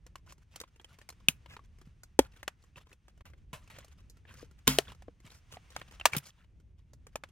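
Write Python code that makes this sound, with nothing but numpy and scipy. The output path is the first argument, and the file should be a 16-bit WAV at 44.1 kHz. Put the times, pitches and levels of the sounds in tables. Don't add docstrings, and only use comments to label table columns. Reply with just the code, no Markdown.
import sys
import numpy as np
from scipy import signal
from scipy.fft import rfft, irfft, next_fast_len
from scipy.io import wavfile
from scipy.ndimage import map_coordinates

SR = 44100
rng = np.random.default_rng(int(sys.argv[2]) if len(sys.argv) > 2 else 0)


def store_pcm(level_fs):
    pcm = np.round(np.clip(level_fs, -1, 1) * 32767).astype(np.int16)
    wavfile.write(sys.argv[1], SR, np.atleast_2d(pcm).T)


N = 322371

# mode in Hz, level in dB, t60 in seconds.
RING_CLICK = [(61, -33.5, 0.025), (149, -29.5, .055), (250, -31, .04), (2577, -11.5, 0.0077),
              (2980, -12, 0.0053), (3530, -19.5, 0.006), (2870, -31.5, 0.041), (6373, -31, 0.049),
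              (11100, -29, .035)]
RING_CLAP = [(56.1, -37.5, 0.46), (140.5, -30, 0.33), (210, -30, 0.15), (260.2, -25.5, 0.21),
             (444, -28.5, 0.069), (1056, -25, 0.047), (3130, -22.5, 0.044), (3180, -34.5, .14),
             (3620, -15.5, 0.0234), (5210, -30, 0.1), (6410, -32.5, .08), (9030, -30.5, .06)]
RING_SPRING = [(694, -25.5, 0.023), (946, -16, 0.024), (1199, -21.5, 0.032), (1588, -34, 0.022),
               (1710, -21, 0.026), (2267, -29.5, 0.024), (4090, -17, 0.009), (2630, -68, 0.73)]
SPINE = [(55.6, -31.5, 0.16), (263, -14, 0.046), (410, -4.5, 0.012), (550, -12, 0.033), (857, -9.5, 0.019),
         (1850, -25.5, 0.024), (3300, -22.5, 0.024)]
COVER = [(402, -14, 0.025), (665, -12, 0.018), (1840, -33, 0.025), (3060, -9.5, 0.0079)]
BINDER = [(291, -4, 0.039), (470, -2, 0.043), (643, -7, 0.013)]


def snaps_and_knocks():
    # start in seconds, part struck, its gain in dB, chatter in seconds, crack in dB, its t60
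    # in seconds, tilt in dB per octave, rattle in dB, its t60 in seconds, left over right in dB.
    blows = [(1.2846, RING_CLICK, 0.5, 0.0022, -16.5, 0.012, 0.75, -33, 0.084, 1),
             (2.1903, SPINE, 0.14, 0.0014, -14, 0.021, -2.5, -38.5, 0.11, 1),
             (4.428, BINDER, -40.5, 0.00071, -56, 0.005, -4, -65, 0.057, 7),
             (4.6765, RING_CLAP, 1, 0.0015, -9.5, 0.0097, -0.5, -26.5, 0.26, 0.5),
             (4.7859, COVER, 1, 0.00031, -11.5, 0.013, -2.5, -33.5, 0.085, 3.5),
             (5.0813, BINDER, -41, 0.0026, -50, 0.019, -13.5, -73, 0.06, 4.5),
             (6.0547, RING_SPRING, 0.5, 0.0026, -14, 0.034, -2.5, -29, 0.092, 0)]
    # frequency in Hz, level in dB.
    colour = [(150, -31), (450, -8.5), (1100, -6), (3200, -2.5), (5000, -4), (6500, -3), (9500, -6.5),
              (14500, -7), (16500, -12)]
    out, t = np.zeros((2, N)), np.arange(SR) / SR
    for s, modes, modes_db, chatter, crack_db, crack_t60, tilt_db, rattle_db, rattle_t60, pan_db in blows:
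        crack = amp(crack_db) * fade(t, crack_t60, .0005, chatter) * noise(colour, len(t), tilt_db)
        loose_parts = noise(colour, len(t), tilt_db - 1.5, ripple_db=2.0)
        rattle = amp(rattle_db) * fade(t, rattle_t60, 0.0019) * loose_parts
        body = amp(modes_db) * ring(modes, t, attack=0.00057, hold=chatter)
        add(out, s, crack + rattle + body, pan_db)
    return out


def sheet_taps():
    # time in seconds, strength in dB, relative edge strength in dB, tone in Hz, its gain in dB.
    contacts = [(0.065, -51, -9, 496, 2.5), (0.156, -40.5, -12, 1066, 1.5), (0.323, -51, -4, 1060, -1),
                (0.56, -43.5, -1.5, 3110, 1.5), (0.602, -43.5, -2, 3800, 8), (0.613, -41.5, -4.5, 480, 5),
                (0.637, -45, -24, 1040, 2), (0.798, -52.5, -18.5, 3270, 2.5), (0.845, -49, -10, 3130, 5.5),
                (0.987, -52.5, -8.5, 1030, 0.5), (1.015, -52, -14, 1790, 3), (1.09, -42.5, -2.5, 2160, 0.5),
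                (1.102, -49.5, -4.5, 4190, 5), (1.46, -46.5, -23, 960, -6), (1.566, -40.5, -24, 1264, 1),
                (1.593, -60.5, -18.5, 1120, 15), (1.814, -58, -9.5, 1174, -0.5),
                (2.034, -53, 0.5, 1460, 4.5), (2.43, -39, -11.5, 576, -3), (2.479, -22, -14, 583, -4),
                (2.759, -53, -21, 2670, 8), (2.869, -61, -18, 1030, 1), (2.916, -55.5, -22, 2050, 0),
                (2.929, -54.5, -8, 2610, 5), (3.082, -53.5, -13, 1180, -14), (3.208, -54, -17.5, 980, -8),
                (3.335, -56, -22, 2098, -1), (3.786, -46, -6, 553, 4.5), (3.846, -55.5, -4, 660, 2.5),
                (4.098, -67.5, 9, 3940, 1), (4.252, -59, -28, 1700, 2), (4.34, -52.5, -7, 1790, -6),
                (4.881, -46.5, -25, 3456, 4.5), (4.92, -48.5, -11.5, 980, 1), (5.022, -53, -13, 757, 0),
                (5.57, -47, -25, 726, 9.5), (5.704, -58, -3.5, 3780, 4), (5.764, -25.5, -15.5, 790, -4),
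                (5.815, -36.5, -25, 2300, -6.5), (5.999, -42, -15, 3100, 6),
                (6.012, -39.5, -25.5, 2730, 10.5), (6.134, -31.5, -8.5, 2320, 12.5),
                (6.934, -58.5, -3.5, 592, 4.5), (7.068, -49, -10, 473, 2), (7.157, -29, -9.5, 609, 3),
                (7.237, -34, -19, 586, -3)]
    low_hz, high_hz = 900, 3400
    stray = [(s, rustle_db(s) + 13.5, -8, low_hz * (high_hz / low_hz) ** share, 0)
             for s, share in moments(rate=5)]
    out = np.zeros((2, N))
    for s, db, edge_db, hz, tone_db in contacts + stray:
        add(out, s - .0005, tap(db, edge_db, hz, tone_db), pan_db=1.5 * rng.standard_normal())
    return out


def tap(db, edge_db, hz, tone_db):
    # frequency in Hz, level in dB.
    sheet_colour = [(350, -28), (750, -0.5), (1500, -0.5), (3200, -5.5), (4500, -14.5), (8000, -38.5)]
    edge_colour = [(2200, -38), (4200, 1), (6500, 4), (10000, -2.5), (14500, -7.5), (16000, -17)]
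    ordinary_db, ordinary_t60 = -49.5, .024
    t = np.arange(SR // 12) / SR
    harder_db = db - ordinary_db
    t60 = ordinary_t60 * 10 ** (-harder_db / 110.5)
    contact = fade(t, t60, 0.00073) + amp(-14) * fade(t, 3 * t60, 0.0069)
    sheet = noise(sheet_colour, len(t), ripple_db=2.0) * contact
    tone = ring([(hz, tone_db, t60)], t, attack=0.00023)
    place = np.exp(0.17 * rng.standard_normal())
    knock = amp(-6 - 0.55 * harder_db) * ring(BINDER, t * place, attack=0.00055)
    edge = amp(edge_db + 7.0) * noise(edge_colour, len(t), ripple_db=1.0) * contact
    return amp(db + 0.5) * (sheet + tone + knock + edge)


def soft_landings():
    # start in seconds, slap in dB, tilt in dB per octave, thud in dB, slap t60 in seconds.
    landings = [(1.871, -71, -4.5, -46.5, 0.04), (3.254, -53, -1.5, -53, 0.14),
                (3.530, -41, -1.5, -39.5, 0.16), (3.7, -50.5, -2, -56.5, 0.14),
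                (5.245, -67, -5, -46.5, 0.054), (6.1482, -32, -5.5, -63, 0.073),
                (6.1653, -26, 6, -26, 0.056), (6.182, -27.5, 6, -44, 0.023)]
    # frequency in Hz, level in dB.
    colour = [(150, -32), (450, 0), (1100, 4.5), (2000, 4.5), (3000, 5), (4500, -3.5), (12000, -5),
              (16500, -14.5)]
    # mode in Hz, level in dB, t60 in seconds.
    table_modes = [(75, -14.5, 0.045), (142, 0, 0.086), (232, 1, 0.023)]
    out, t = np.zeros((2, N)), np.arange(SR // 3) / SR
    for s, slap_db, tilt_db, thud_db, t60 in landings:
        slap = amp(slap_db) * noise(colour, len(t), tilt_db, ripple_db=3.0) * fade(t, t60, 0.00024)
        thud = amp(thud_db) * ring(table_modes, t, attack=0.00064)
        add(out, s, slap + thud)
    return out


def sliding():
    # middle and length in seconds, rub and hiss strength in dB.
    strokes = [(0.297, .075, -61.5, -66.5), (0.559, 0.11, -65, -72), (0.921, 0.096, -67, -75.5),
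               (1.523, 0.088, -57.5, -67.5), (2.256, 0.04, -61.5, -69.5), (2.37, 0.11, -69, -79),
               (2.778, 0.04, -58, -65.5), (2.817, 0.05, -67, -79.5), (2.646, 0.07, -77.5, -78),
               (3.775, 0.17, -61, -72), (4.302, 0.074, -60, -82.5), (4.382, 0.18, -63.5, -67),
               (4.674, 0.0067, -33, -38.5), (4.895, 0.1, -56.5, -68), (5.267, 0.046, -59.5, -67.5),
               (5.341, 0.14, -69, -67), (5.537, 0.068, -57.5, -61.5), (5.798, 0.085, -59, -71),
               (6.141, 0.051, -48.5, -56), (6.271, 0.086, -63, -59), (6.411, 0.11, -71, -85)]
    # frequency in Hz, level in dB.
    rub_colour = [(150, -27), (350, -2.5), (600, 0.5), (1100, -3.5), (2000, -2.5), (2900, 0), (4200, -9),
                  (7000, -35.5)]
    hiss_colour = [(2500, -28.5), (4500, 2.5), (6500, 3), (9000, -3.5), (12000, -5.5), (15000, -13.5),
                   (16500, -18.5)]
    shudder_colour = [(30, -18.5), (70, 1), (140, -0.5), (220, -10.5), (450, -40)]
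    finger_brushes = [(s, .03 * (.5 + share), rustle_db(s) + 4.5, rustle_db(s) - 1.5)
                      for s, share in moments(rate=5.8)]
    out = np.zeros((2, N))
    for middle, length, rub_db, hiss_db in strokes + finger_brushes:
        size = int(length * SR) + SR // 50
        speed = np.sin(np.pi * np.minimum(np.arange(size) / SR / length, 1))
        grip = stick_slip(size, rate=89, depth_db=4.0) * stick_slip(size, rate=2100, depth_db=4.0)
        scrape = amp(-2) * slips(size, rate=370, centre_hz=1980, cycles=40, spread_db=16)
        rub = amp(rub_db - 0.5) * (noise(rub_colour, size, grain=grip, ripple_db=2.5) + scrape)
        creases = amp(-3.5) * slips(size, rate=60, centre_hz=5654, cycles=17, spread_db=19.5)
        hiss = amp(hiss_db + 2.2) * (noise(hiss_colour, size, grain=grip, ripple_db=2.5) + creases)
        shudder = amp(rub_db + 2) * noise(shudder_colour, size)
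        add(out, middle - length / 2, speed * (rub + hiss + shudder))
    return out


def stick_slip(size, rate, depth_db):
    knots = rng.standard_normal(int(size * rate / SR) + 2)
    return amp(depth_db * np.interp(np.arange(size) * rate / SR, np.arange(len(knots)), knots))


def slips(size, rate, centre_hz, cycles, spread_db):
    count, t = int(np.ceil(rate * size / SR)), np.arange(SR // 50) / SR
    when, pitch, strength = rng.random((count, 3)).T
    hz = centre_hz * 2 ** (2 * pitch[:, None] - 1)
    envelopes = amp(spread_db * strength[:, None]) * fade(t, cycles / hz, 0.00039)
    grains = envelopes * np.sin(2 * np.pi * hz * t)
    index = (when[:, None] * size).astype(int) + np.arange(len(t))
    return unit(np.bincount(index.ravel(), grains.ravel(), size)[:size])


def hand_rustle():
    # frequency in Hz, level in dB.
    colour = [(300, -6.5), (1000, 2), (1900, 2), (2700, 1.5), (4300, -7), (6500, -6), (7600, -14),
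              (8600, -8.5), (10500, -20), (16000, -23.5)]
    flutter_db = 1.63 * wobble(rate=28)
    return amp(rustle_db(np.arange(N) / SR) - 0.5 + flutter_db) * noise(colour, N)


def rustle_db(s):
    # time in seconds, level in dB.
    activity = [(0.0, -80), (0.51, -80), (1.14, -74), (2.1, -80), (2.32, -74), (2.93, -82), (3.56, -79),
                (3.68, -71), (4.09, -77.5), (4.89, -74), (5.09, -78), (5.54, -69), (6.17, -67),
                (6.45, -81.5), (6.84, -86), (7.31, -77)]
    return np.interp(s, *np.transpose(activity))


def moments(rate):
    when, share = rng.random((int(rate * N / SR), 2)).T
    s = np.arange(N) / SR
    effort = np.cumsum(amp(0.55 * rustle_db(s)))
    return zip(np.interp(when, effort / effort[-1], s), share)


def wall_reflections(x):
    # frequency in Hz, t60 in seconds.
    decay_times = [(150, .1), (600, 0.16), (1500, .3), (3000, 0.1), (12000, .15)]
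    hz, t, spectra = signal.stft(rng.standard_normal((2, SR // 2)), SR, nperseg=256)
    decay = np.exp(-np.log(1000) * t / along(decay_times, hz)[:, None])
    tail = signal.istft(spectra * decay, SR, nperseg=256)[1]
    return signal.fftconvolve(x, tail / np.linalg.norm(tail[0]), axes=1)[:, :N]


def room_hum():
    # time in seconds, level in dB.
    drift = [(0, -58), (2.0, -59.5), (3.1, -60), (4.5, -57), (5.0, -61), (5.9, -57), (6.55, -62.5),
             (7.31, -57)]
    # frequency in Hz, level in dB.
    colour = [(20, -15.5), (35, -5), (52, 0.5), (75, -1), (110, -7.5), (160, -12.5), (240, -22), (400, -30),
              (900, -45.5), (2000, -75.5)]
    drift_db = np.interp(np.arange(N) / SR, *np.transpose(drift))
    return amp(drift_db + 2.7 * wobble(rate=4.7)) * noise(colour, N)


def noise(spectrum, size, tilt_db=0, grain=1, ripple_db=0):
    # frequency in Hz, left-right correlation.
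    likeness = [(100, .92), (500, 0.81), (1500, 0.36), (4000, 1), (12000, 0.14)]
    peaks = rng.standard_normal(SR // 200)

    def response(hz):
        ripple = np.interp(hz, np.linspace(0, SR / 2, len(peaks)), peaks)
        colour = amp(along(spectrum, hz) + tilt_db * np.log2(hz + 300) + ripple_db * ripple)
        width = np.arccos(np.clip(along(likeness, hz), -1, 1)) / 2
        return colour * [np.cos(width), np.sin(width)]

    mid, side = filtered(grain * rng.standard_normal((2, size)), response)
    return unit(np.array([mid + side, mid - side]))


def ring(modes, t, attack, hold=0):
    return sum((-1) ** k * amp(db) * fade(t, t60, attack, hold) * np.sin(2 * np.pi * hz * t)
               for k, (hz, db, t60) in enumerate(modes))


def fade(t, t60, attack, hold=0):
    return np.exp(-np.log(1000) * np.maximum(t - hold, 0) / t60) * (1 - np.exp(-t / attack))


def add(track, s, sound, pan_db=0):
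    start = max(round(s * SR), 0)
    left, right = sound * amp([[pan_db / 2], [-pan_db / 2]])
    lag = round(rng.normal(2, 2))
    part = np.array([left, np.roll(right, lag)])[:, :N - start]
    track[:, start:start + part.shape[1]] += part


def filtered(x, response):
    n = x.shape[-1]
    padded = next_fast_len(n + 4096)
    return irfft(rfft(x, padded) * response(np.fft.rfftfreq(padded, 1 / SR)), padded)[..., :n]


def wobble(rate):
    return map_coordinates(rng.standard_normal(int(N * rate / SR) + 4), [np.arange(N) * rate / SR])


def along(points, hz):
    knots_hz, values = np.transpose(points)
    return np.interp(np.log(hz + 1), np.log(knots_hz), values)


def amp(db):
    return 10 ** (np.asarray(db) / 20)


def unit(x):
    return x / np.sqrt(np.mean(x ** 2) + 1e-20)


def scene():
    handling = sheet_taps() + soft_landings() + snaps_and_knocks() + sliding()
    return handling + amp(-28.5) * wall_reflections(handling) + room_hum() + hand_rustle()


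def record(dry):
    ceiling, top_hz = .9, 16200
    rounded = dry / (1 + (dry / ceiling) ** 6) ** (1 / 6)
    dip = amp(np.interp(np.arange(N) / SR, [3.222, 3.227, 3.243, 3.248], [0, -30, -30, 0]))
    return filtered(rounded * dip, lambda hz: 1 / (1 + (hz / top_hz) ** 140))


dry = scene()
out = record(dry)
store_pcm(out)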